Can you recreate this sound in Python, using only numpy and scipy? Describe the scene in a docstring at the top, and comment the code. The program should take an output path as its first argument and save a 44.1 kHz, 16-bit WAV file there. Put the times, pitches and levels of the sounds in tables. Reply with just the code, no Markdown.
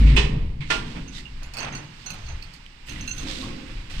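"""Through a wooden door into a corridor

A hard-walled corridor, heard on the move from the two microphone ports of a hand-held phone.
The door leaf booms; the latch bolt scrapes and clacks twice, ringing with its plate, and the walls answer.
Then keys knock together, shoes scuff on concrete and a jacket rustles, its sleeve right by the phone.
Handling rumble and a soft hiss lie underneath; the left port is muffled in the lower treble."""
import sys
import numpy as np
from scipy import signal
from scipy.fft import rfft, irfft
from scipy.io import wavfile
from scipy.ndimage import uniform_filter1d

SR = 44100
rng = np.random.default_rng(int(sys.argv[2]) if len(sys.argv) > 2 else 0)


def digitize_waveform(pressure):
    """Quantize a signal to 16-bit integers and store it at the path in sys.argv[1].

    Rows of a 2-D input are taken as channels; values are limited to [-1, 1].
    """
    field = np.atleast_2d(pressure).T
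    bounded = np.clip(field, -1, 1)
    quanta = np.round(bounded * 32767).astype(np.int16)
    wavfile.write(sys.argv[1], SR, quanta)


N = 176400

# Course of the handling rumble and of the hiss: time_s, relative_level_db
RUMBLE_LEVELS = [(0, -18), (.42, -19), (.7, -30.5), (.98, -36.5), (1.29, -37.5), (1.34, -28), (1.45, -33.5),
                 (1.9, -47.5), (2.2, -36), (2.28, -27), (2.37, -25), (2.41, -39.5), (2.8, -48.5),
                 (2.92, -28.5), (3.5, -35), (3.66, -36.5), (3.81, -25.5), (3.85, -41), (4, -22)]
HISS_LEVELS = [(0, -32.5), (.3, -48.5), (.55, -55), (.9, -45), (1.4, -46), (2.2, -43.5), (2.75, -47),
               (3.5, -41), (4, -44)]
# Dull thuds of door and feet: start_s, rise_s, hold_s, t60_s, relative_level_db, tilt_db_per_octave
THUDS = [(-.02, 0.015, 0.16, 1.25, -24, -4), (0.315, 0.022, 0.017, 0.67, -29, -7.5),
         (0.581, 0.027, 0.057, 0.34, -39, -7), (0.72, 0.027, 0.014, 1.9, -34, -1.5),
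         (0.945, 0.019, 0.019, 0.85, -36, 1), (1.596, 0.12, 0.066, 0.84, -39, 0),
         (1.73, 0.01, 0.0073, 0.55, -41.5, -9), (2.097, 0.016, 0.026, 0.66, -46.5, -11),
         (2.873, 0.037, 0.1, 3.7, -42.5, 4.5), (3.206, 0.035, 0.27, 1.33, -37.5, 7.5),
         (3.903, 0.095, 0.045, 0.35, -44.5, -10.5)]
# Standing waves of the corridor: pitch_hz, width_hz, gain_db
CORRIDOR_MODES = [(109, 22, -1.5), (141.1, 13.7, -0.5), (172.5, 11, -7), (206.7, 9.2, -4.5),
                  (236.1, 4.9, -7.5), (265.5, 24.4, -3), (303.8, 14.3, -6), (346.6, 17, -9.5),
                  (456, 160, -18), (530.7, 25, -19)]
# Jacket swishes: start_s, rise_s, hold_s, t60_s, level_db, relative_sheen_db
SWISHES = [(0.646, 0.071, .03, 0.37, -41, -0.5), (0.85, 0.018, 0.046, 1, -44, -3),
           (1.109, 0.071, 0.012, 0.13, -42.5, 6.5), (1.942, 0.11, 0.14, 1, -58, 9.5),
           (2.861, 0.025, 0.14, 1, -38.5, -13), (3.135, 0.056, 0.12, .5, -40.5, -1.5),
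           (3.254, 0.035, 0.045, 0.79, -36, 2.5), (3.378, 0.025, 0.023, 0.29, -46, 6.5),
           (3.636, 0.049, 0.02, 0.59, -43, -25), (3.895, 0.0066, 0.13, .5, -39, -5)]
# Cloth and soles dragging with a narrow rasp: start_s, rise_s, hold_s, t60_s, level_db, pitch_hz
RASPS = [(1.155, .015, .015, 0.13, -38, 1970), (2.943, 0.021, 0.022, .15, -44, 2000),
         (3.418, .02, .03, 0.69, -45, 1090)]
# Sleeve brushes, shoe scuffs, door boom and bolt scrapes: start_s, rise_s, hold_s, t60_s, level_db
SLEEVE_BRUSHES = [(1.15, 0.034, .02, 0.22, -62), (2.86, 0.007, .04, 0.56, -51.5),
                  (3.06, 0.014, 0.14, 0.43, -53), (3.27, .02, 0.16, 0.26, -55),
                  (3.897, 0.0033, 0.015, 0.61, -56)]
SHOE_SCUFFS = [(.94, 0.028, 0.011, 0.14, -37), (1.41, 0.0072, 0.017, 1, -45),
               (1.53, 0.077, 0.064, 0.37, -30.5), (1.71, 0.029, 0.0084, 0.54, -35),
               (2.05, 0.017, 0.1, 0.65, -42), (2.27, 0.018, 0.015, 0.69, -43),
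               (3.18, 0.021, 0.063, 0.32, -42), (3.41, 0.0099, 0.023, 1, -42.5)]
DOOR_BOOM = [(-0.059, 0.12, 0.027, 0.73, -9.5)]
BOLT_DRAGS = [(-.02, 0.017, 0.093, 0.53, -38.5), (.06, 0.012, 0.051, 0.95, -31.5),
              (.605, 0.003, 0.019, 0.32, -35.5)]
# Small dry taps: start_s, level_db, pitch_hz, width_hz, t60_s
TAPS = [(1.254, -33.5, 2780, 260, 0.13), (1.6489, -27, 3850, 1480, 0.02),
        (2.6635, -30.5, 2760, 1390, 0.011), (2.886, -31, 2460, 1800, 0.026)]
# Key contacts: start_s, long_key_db, short_key_db, key_ring_db
CLINKS = [(1.078, -40, -79, -75), (1.126, -42.5, -62, -75), (1.431, -40.5, -38.5, -55),
          (1.537, -43, -29, -52), (1.5693, -44, -29, -50.5), (1.585, -45, -28, -61),
          (1.592, -31.5, -31, -62), (1.604, -30.5, -37, -64), (1.628, -38, -31, -72),
          (1.7254, -32.5, -62, -78), (1.75, -29.5, -32.5, -55), (2.0612, -28.5, -43, -55),
          (2.1027, -28, -35.5, -50), (2.2643, -38, -43, -73), (2.2843, -37, -46, -75),
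          (2.424, -46, -35.5, -72), (2.5362, -52, -41, -60.5), (2.8932, -32.5, -38, -59),
          (3.0096, -32.5, -53, -58), (3.0765, -23.5, -52, -53), (3.111, -26, -60, -82),
          (3.1814, -31, -38, -55)]
# Snaps of the latch spring: start_s, level_db, t60_s
SNAPS = [(0.1634, -36, .05), (0.702, -44, 0.36)]
# Latch clacks: start_s, noise_db, bolt_db, plate_db, build_up_s, tilt_db_per_octave
CLACKS = [(0.1634, -14, -21, -44, 0.017, 0.4), (0.7016, -16, -33.5, -22.5, 0.0049, 0.65)]
# Modes of two keys, their ring, the bolt and the lock plate: pitch_hz, gain_db, t60_s
LONG_KEY_MODES = [(1478, -19, 0.27), (2704, -5, 0.19), (4180, -11, 0.18), (6230, -1.5, 0.14),
                  (6270, -15.5, 0.11)]
SHORT_KEY_MODES = [(2550, -5, 0.1), (4490, -0.5, 0.076), (4290, -9.5, 0.044), (5250, -8, 0.078),
                   (8060, -20, 0.068), (11940, -29, 0.066)]
KEY_RING_MODES = [(7100, 2, 0.18), (8450, -4, 0.11), (9470, -7.5, .11), (10460, -3, 0.098),
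                  (12380, -5, .11), (14000, -16, 0.072), (14340, -10, 0.074)]
BOLT_MODES = [(406, -5.5, 0.57), (449.6, -8.5, 0.9), (970, -20, 0.15), (1810, 2, 0.22), (1865, 1.5, 0.18),
              (2520, 10.5, 0.16), (2610, 9, 0.18), (2747, 7, 0.18), (2995, 7, 0.16), (3340, -1.5, 0.2),
              (3460, 2, 0.14), (4010, -7.5, 0.32)]
PLATE_MODES = [(437, -5, 0.34), (650, -11.5, 0.26), (980, -7, 0.25), (1169, -4.5, 0.42), (1408, 3.5, 0.28),
               (1595, 1.5, .16), (1780, 1, 0.12), (2040, 2, 0.2), (2430, 1, 0.2), (3100, -8.5, 0.18),
               (4300, -8, 0.44)]
# Spectrum of the noise in each source: frequency_hz, gain_db
RUMBLE_COLOUR = [(12, 8.5), (25, 15), (45, 5.5), (65, 4.5), (100, -3.5), (140, -5.5), (300, -63)]
HISS_COLOUR = [(59, -44), (100, 10), (733, -15), (814, -5.5), (1320, -6.5), (1650, -4), (2860, 0.5),
               (3110, -4), (4940, -7), (6620, -19), (7510, -20.5), (10900, -39), (15000, -35)]
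THUD_COLOUR = [(60, 6.5), (105, -16), (145, 2.5), (200, -0.5), (260, -6), (340, -17.5), (450, -10.5),
               (650, -19.5), (1500, -68.5)]
CLOTH_COLOUR = [(300, -10.5), (700, -10.5), (1300, -7), (2000, -1.5), (2800, 1.5), (4000, -6.5),
                (5500, -12), (8200, -25), (10000, -35), (15000, -38)]
SHEEN_COLOUR = [(1000, -44), (2400, -12), (3500, 4), (4800, -1.5), (6300, -7.5), (8500, -20), (10000, -29),
                (15000, -39)]
BRUSH_COLOUR = [(1500, -19), (4500, 0), (8000, -3), (11000, -12), (15000, -13)]
SCUFF_COLOUR = [(150, -3), (400, -7), (600, -3), (900, -1), (1500, -3), (2600, -0.5), (4000, -14.5),
                (6000, -23), (15000, -61)]
TICK_COLOUR = [(500, -2), (2500, -2), (5000, -17), (8000, -12), (11000, 5), (15000, -12)]
DRAG_COLOUR = [(500, -32), (950, -5), (1500, -9.5), (2200, 5), (2900, -1.5), (4000, -5), (5500, -18),
               (8500, -29.5), (10200, -57)]
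SNAP_COLOUR = [(2000, -24), (6000, -7), (8500, 8), (10000, -3), (15000, -13)]
CLACK_COLOUR = [(100, -23), (200, -10), (380, -0.5), (600, -10), (1000, -1), (1450, -9.5), (1900, -1.5),
                (2800, 3.5), (4000, -4), (5600, -9), (8500, -25.5), (10500, -50), (15000, -56)]
# Response of the left microphone port: frequency_hz, gain_db
LEFT_PORT = [(150, 0.5), (400, -2.5), (800, -0.5), (1300, -3.5), (2300, -11), (4300, -16), (6200, -9),
             (7300, 0.5), (8200, 7), (10000, 0)]

CONTACT_S = 0.0006  # onset of metal striking metal


def undb(db):
    """Decibels to gain."""
    return 10 ** (np.asarray(db) / 20)


def unit(x):
    """Scale to an rms of 1."""
    return x / np.sqrt(np.mean(x ** 2))


def clock():
    """Time of every sample in seconds."""
    return np.arange(N) / SR


def freqs():
    """Frequency of every bin, at least 1 Hz."""
    return np.maximum(np.arange(N // 2 + 1) * SR / N, 1)


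def colour(x, points):
    """Filter by (frequency_hz, gain_db) points."""
    hz, db = np.array(points, float).T
    gain = undb(np.interp(np.log(freqs()), np.log(hz), db))
    return irfft(rfft(x) * gain, N)


def resonance(x, hz, width_hz):
    """Band-pass with steep skirts."""
    f = freqs()
    return irfft(rfft(x) / (1 + ((f / hz - hz / f) * hz / width_hz) ** 2), N)


def noise(points, alike_below_hz=390):
    """Coloured noise at the two ports, alike in the bass and unrelated in the treble."""
    mid, side = rfft(rng.standard_normal((2, N)))
    alike = 1 / (1 + (freqs() / alike_below_hz) ** 4)
    mid, side = mid * np.sqrt(1 + alike), side * np.sqrt(1 - alike)
    ports = irfft(np.array([mid + side, mid - side]), N)
    return unit(colour(ports, points))


def fall(age_s, t60_s):
    """Full level until age zero, then 60 dB down every t60_s."""
    return np.exp(-np.log(1000) * np.maximum(age_s, 0) / t60_s)


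def decay(start_s, t60_s):
    """Sudden onset and exponential fall."""
    age = clock() - start_s
    return (age >= 0) * fall(age, t60_s)


def swells(rows):
    """Rise, hold and release from the first five columns of each row, summed in power."""
    t, power = clock(), 0
    for start, rise, hold, t60, db, *_ in rows:
        attack = np.clip((t - start) / rise, 0, 1)
        power += (undb(db) * attack * fall(t - start - rise - hold, t60)) ** 2
    return np.sqrt(power)


def grain(rate_hz, spread_db):
    """Random flicker of level; when fast, the catch and slip of a rubbing surface."""
    steps = rng.standard_normal(N // 8)
    return unit(undb(spread_db * np.interp(clock() * rate_hz, np.arange(len(steps)), steps)))


def wander(t, rate_hz):
    """Drifting amplitude and phase at each port."""
    steps = rng.standard_normal((2, 1000)) + 1j * rng.standard_normal((2, 1000))
    return np.array([np.interp(t * rate_hz, np.arange(len(port)), port) for port in steps])


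def struck_metal(modes, scatter_db, room_db, room_t60_s, chatter=0, detune=0):
    """One second of ringing modes; chatter makes them flutter, the walls return them adrift in phase."""
    t = np.arange(SR) / SR
    out = np.zeros((2, SR))
    echo = undb(room_db) * (1 - np.exp(-t / 0.0042)) * fall(t, room_t60_s)
    flutter, paths = wander(t, rate_hz=263.6), wander(t, rate_hz=91.84)
    for hz, db, t60 in modes:
        gain = undb(db + scatter_db * rng.standard_normal())
        phase = rng.uniform(0, 2 * np.pi, (2, 1))
        shift = rng.integers(SR)
        pitch_hz = hz * (1 + detune * rng.standard_normal())
        direct = np.exp(1j * phase) + chatter * np.roll(flutter, shift, axis=1)
        direct *= fall(t, t60) / np.hypot(1, chatter)
        reflected = echo * np.roll(paths, shift, axis=1)
        out += gain * ((direct + reflected) * np.exp(2j * np.pi * pitch_hz * t)).imag
    return out * (1 - np.exp(-(t / CONTACT_S) ** 2))


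def add(out, start_s, x):
    """Mix a short sound in at a time."""
    i = int(start_s * SR)
    out[:, i:i + x.shape[1]] += x[:, :N - i]


def hiss():
    """A soft, wavering hiss behind everything, dipping while the door opens."""
    level_db = np.interp(clock(), *np.array(HISS_LEVELS).T)
    return undb(level_db) * noise(HISS_COLOUR) * grain(rate_hz=18, spread_db=0.9)


def handling_rumble(trim_db=-3.5):
    """The hand shifts on the body of the phone."""
    level_db = np.interp(clock(), *np.array(RUMBLE_LEVELS).T)
    return undb(level_db + trim_db) * noise(RUMBLE_COLOUR)


def corridor_thuds(diffuse_db=-5, standing_db=-7.5):
    """Dull blows excite the standing waves of the corridor and a diffuse murk between them."""
    out = undb(diffuse_db) * swells(THUDS) * noise(THUD_COLOUR)
    push = noise(THUD_COLOUR)
    for hz, width, db in CORRIDOR_MODES:
        blows = [(*shape, level + tilt * np.log2(hz / 200)) for *shape, level, tilt in THUDS]
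        out += undb(standing_db + db) * swells(blows) * unit(resonance(push, hz, width))
    return out


def jacket():
    """The walker's jacket swishes, with a brighter sheen when the cloth slides fast."""
    cloth = swells(SWISHES) * noise(CLOTH_COLOUR)
    sheen_rows = [(*shape, db + sheen_db) for *shape, db, sheen_db in SWISHES]
    sheen = swells(sheen_rows) * noise(SHEEN_COLOUR)
    return (cloth + sheen) * grain(rate_hz=430, spread_db=2.1)


def sleeve():
    """The sleeve brushes right beside the ports with a fine crackle."""
    return swells(SLEEVE_BRUSHES) * noise(BRUSH_COLOUR) * grain(rate_hz=590, spread_db=4)


def rasps():
    """Cloth and soles catch and slip as they drag, each rasp in one narrow resonance."""
    slips = rng.standard_normal((2, N)) * grain(rate_hz=240, spread_db=6.5)
    return sum(swells([shape]) * unit(resonance(slips, hz, width_hz=0.12 * hz)) for *shape, hz in RASPS)


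def shoes():
    """Soles scuff on the gritty concrete below the phone."""
    return swells(SHOE_SCUFFS) * noise(SCUFF_COLOUR) * grain(rate_hz=520, spread_db=2)


def taps():
    """Light knocks of small hardware and grit, each in one resonance."""
    out = np.zeros((2, N))
    for start, db, hz, width, t60 in TAPS:
        push = rng.standard_normal((2, N))
        knock = resonance(push * decay(start, t60), hz, width)
        out += undb(db) * knock / np.std(resonance(push, hz, width))
    return out


def keys(port_spread_db=1.1, bounce_db=-7, bounce_gap_s=0.022, clash_db=-5, tick_db=6):
    """Two keys and their ring knock together: a bright tick, a rough clash, a tone, one weak bounce."""
    out = np.zeros((2, N))
    for part, modes in enumerate((LONG_KEY_MODES, SHORT_KEY_MODES, KEY_RING_MODES)):
        clashes = np.zeros(N)
        for start, *levels_db in CLINKS:
            port_gains = undb(levels_db[part] + port_spread_db * rng.standard_normal((2, 1)))
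            tone = port_gains * struck_metal(modes, scatter_db=2, room_db=-25.5, room_t60_s=0.96,
                                             chatter=0.62, detune=0.002)
            add(out, start, tone)
            add(out, start + bounce_gap_s * rng.uniform(0.5, 1.7), undb(bounce_db) * tone)
            clashes += undb(levels_db[part]) * decay(start, t60_s=0.039)
        push = rng.standard_normal((2, N))
        rattle = unit(sum(undb(db) * resonance(push, hz, width_hz=450) for hz, db, _ in modes))
        out += undb(clash_db) * uniform_filter1d(clashes, int(CONTACT_S * SR)) * rattle
    ticks = sum(undb(ring_db) * decay(start, t60_s=0.019) for start, _, _, ring_db in CLINKS)
    return out + undb(tick_db) * ticks * noise(TICK_COLOUR)


def door_boom(pitch_hz=52.95, overtone_db=-18):
    """The door leaf shudders at its lowest mode, with a weaker overtone."""
    phase = 2 * np.pi * pitch_hz * clock()
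    overtone = undb(overtone_db) * np.sin(1.5 * phase + rng.uniform(0, 2 * np.pi))
    return swells(DOOR_BOOM) * np.sqrt(2) * (np.sin(phase) + overtone)


def bolt_drag():
    """The bolt scrapes along its plate before each clack."""
    return swells(BOLT_DRAGS) * noise(DRAG_COLOUR) * grain(rate_hz=810, spread_db=0.2)


def spring_snap():
    """The latch spring puts a bright snap on top of each clack."""
    return noise(SNAP_COLOUR) * sum(undb(db) * decay(start, t60) for start, db, t60 in SNAPS)


def latch(corridor_db=-16):
    """At arm's length the bolt snaps and the plate rings; door leaf and corridor carry the clack on."""
    out = np.zeros((2, N))
    for start, noise_db, bolt_db, plate_db, build_up_s, tilt in CLACKS:
        bright = [(hz, db + tilt * np.log2(hz / 2000)) for hz, db in CLACK_COLOUR]
        dull = [(hz, db - 10 * np.log2(1 + hz / 1500)) for hz, db in bright]
        clack = noise(bright) * decay(start, t60_s=0.31)
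        tail = undb(corridor_db) * noise(dull) * decay(start, t60_s=0.99)
        hit = undb(noise_db) * (clack + tail)
        for modes, ring_db in (BOLT_MODES, bolt_db), (PLATE_MODES, plate_db):
            tone = struck_metal(modes, scatter_db=1, room_db=-13, room_t60_s=0.48)
            add(hit, start, undb(ring_db) * tone)
        out += hit * np.sqrt(np.clip((clock() - start) / build_up_s, 0, 1))
    return out


def scene():
    """Door, walker and background as they reach the phone."""
    door = door_boom() + bolt_drag() + latch() + spring_snap()
    walker = taps() + keys() + jacket() + shoes() + rasps() + sleeve()
    return door + walker + corridor_thuds() + hiss() + handling_rumble()


def record(dry, leak_share=0.22, leak_hz=2350, leak_lag_s=0.0006, top_hz=15200):
    """The left port hears a band of the right port's sound late and loses presence; both lose the top."""
    share = leak_share / (1 + np.log2(freqs() / leak_hz) ** 4)
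    left, right = rfft(dry)
    leak = share * right * np.exp(-2j * np.pi * freqs() * leak_lag_s)
    left = irfft(np.sqrt(1 - share ** 2) * left + leak, N)
    ports = np.array([colour(left, LEFT_PORT), dry[1]])
    low_pass = signal.ellip(8, 0.2, 70, top_hz, fs=SR, output="sos")
    return signal.sosfilt(low_pass, ports)


dry = scene()
out = record(dry)
digitize_waveform(out)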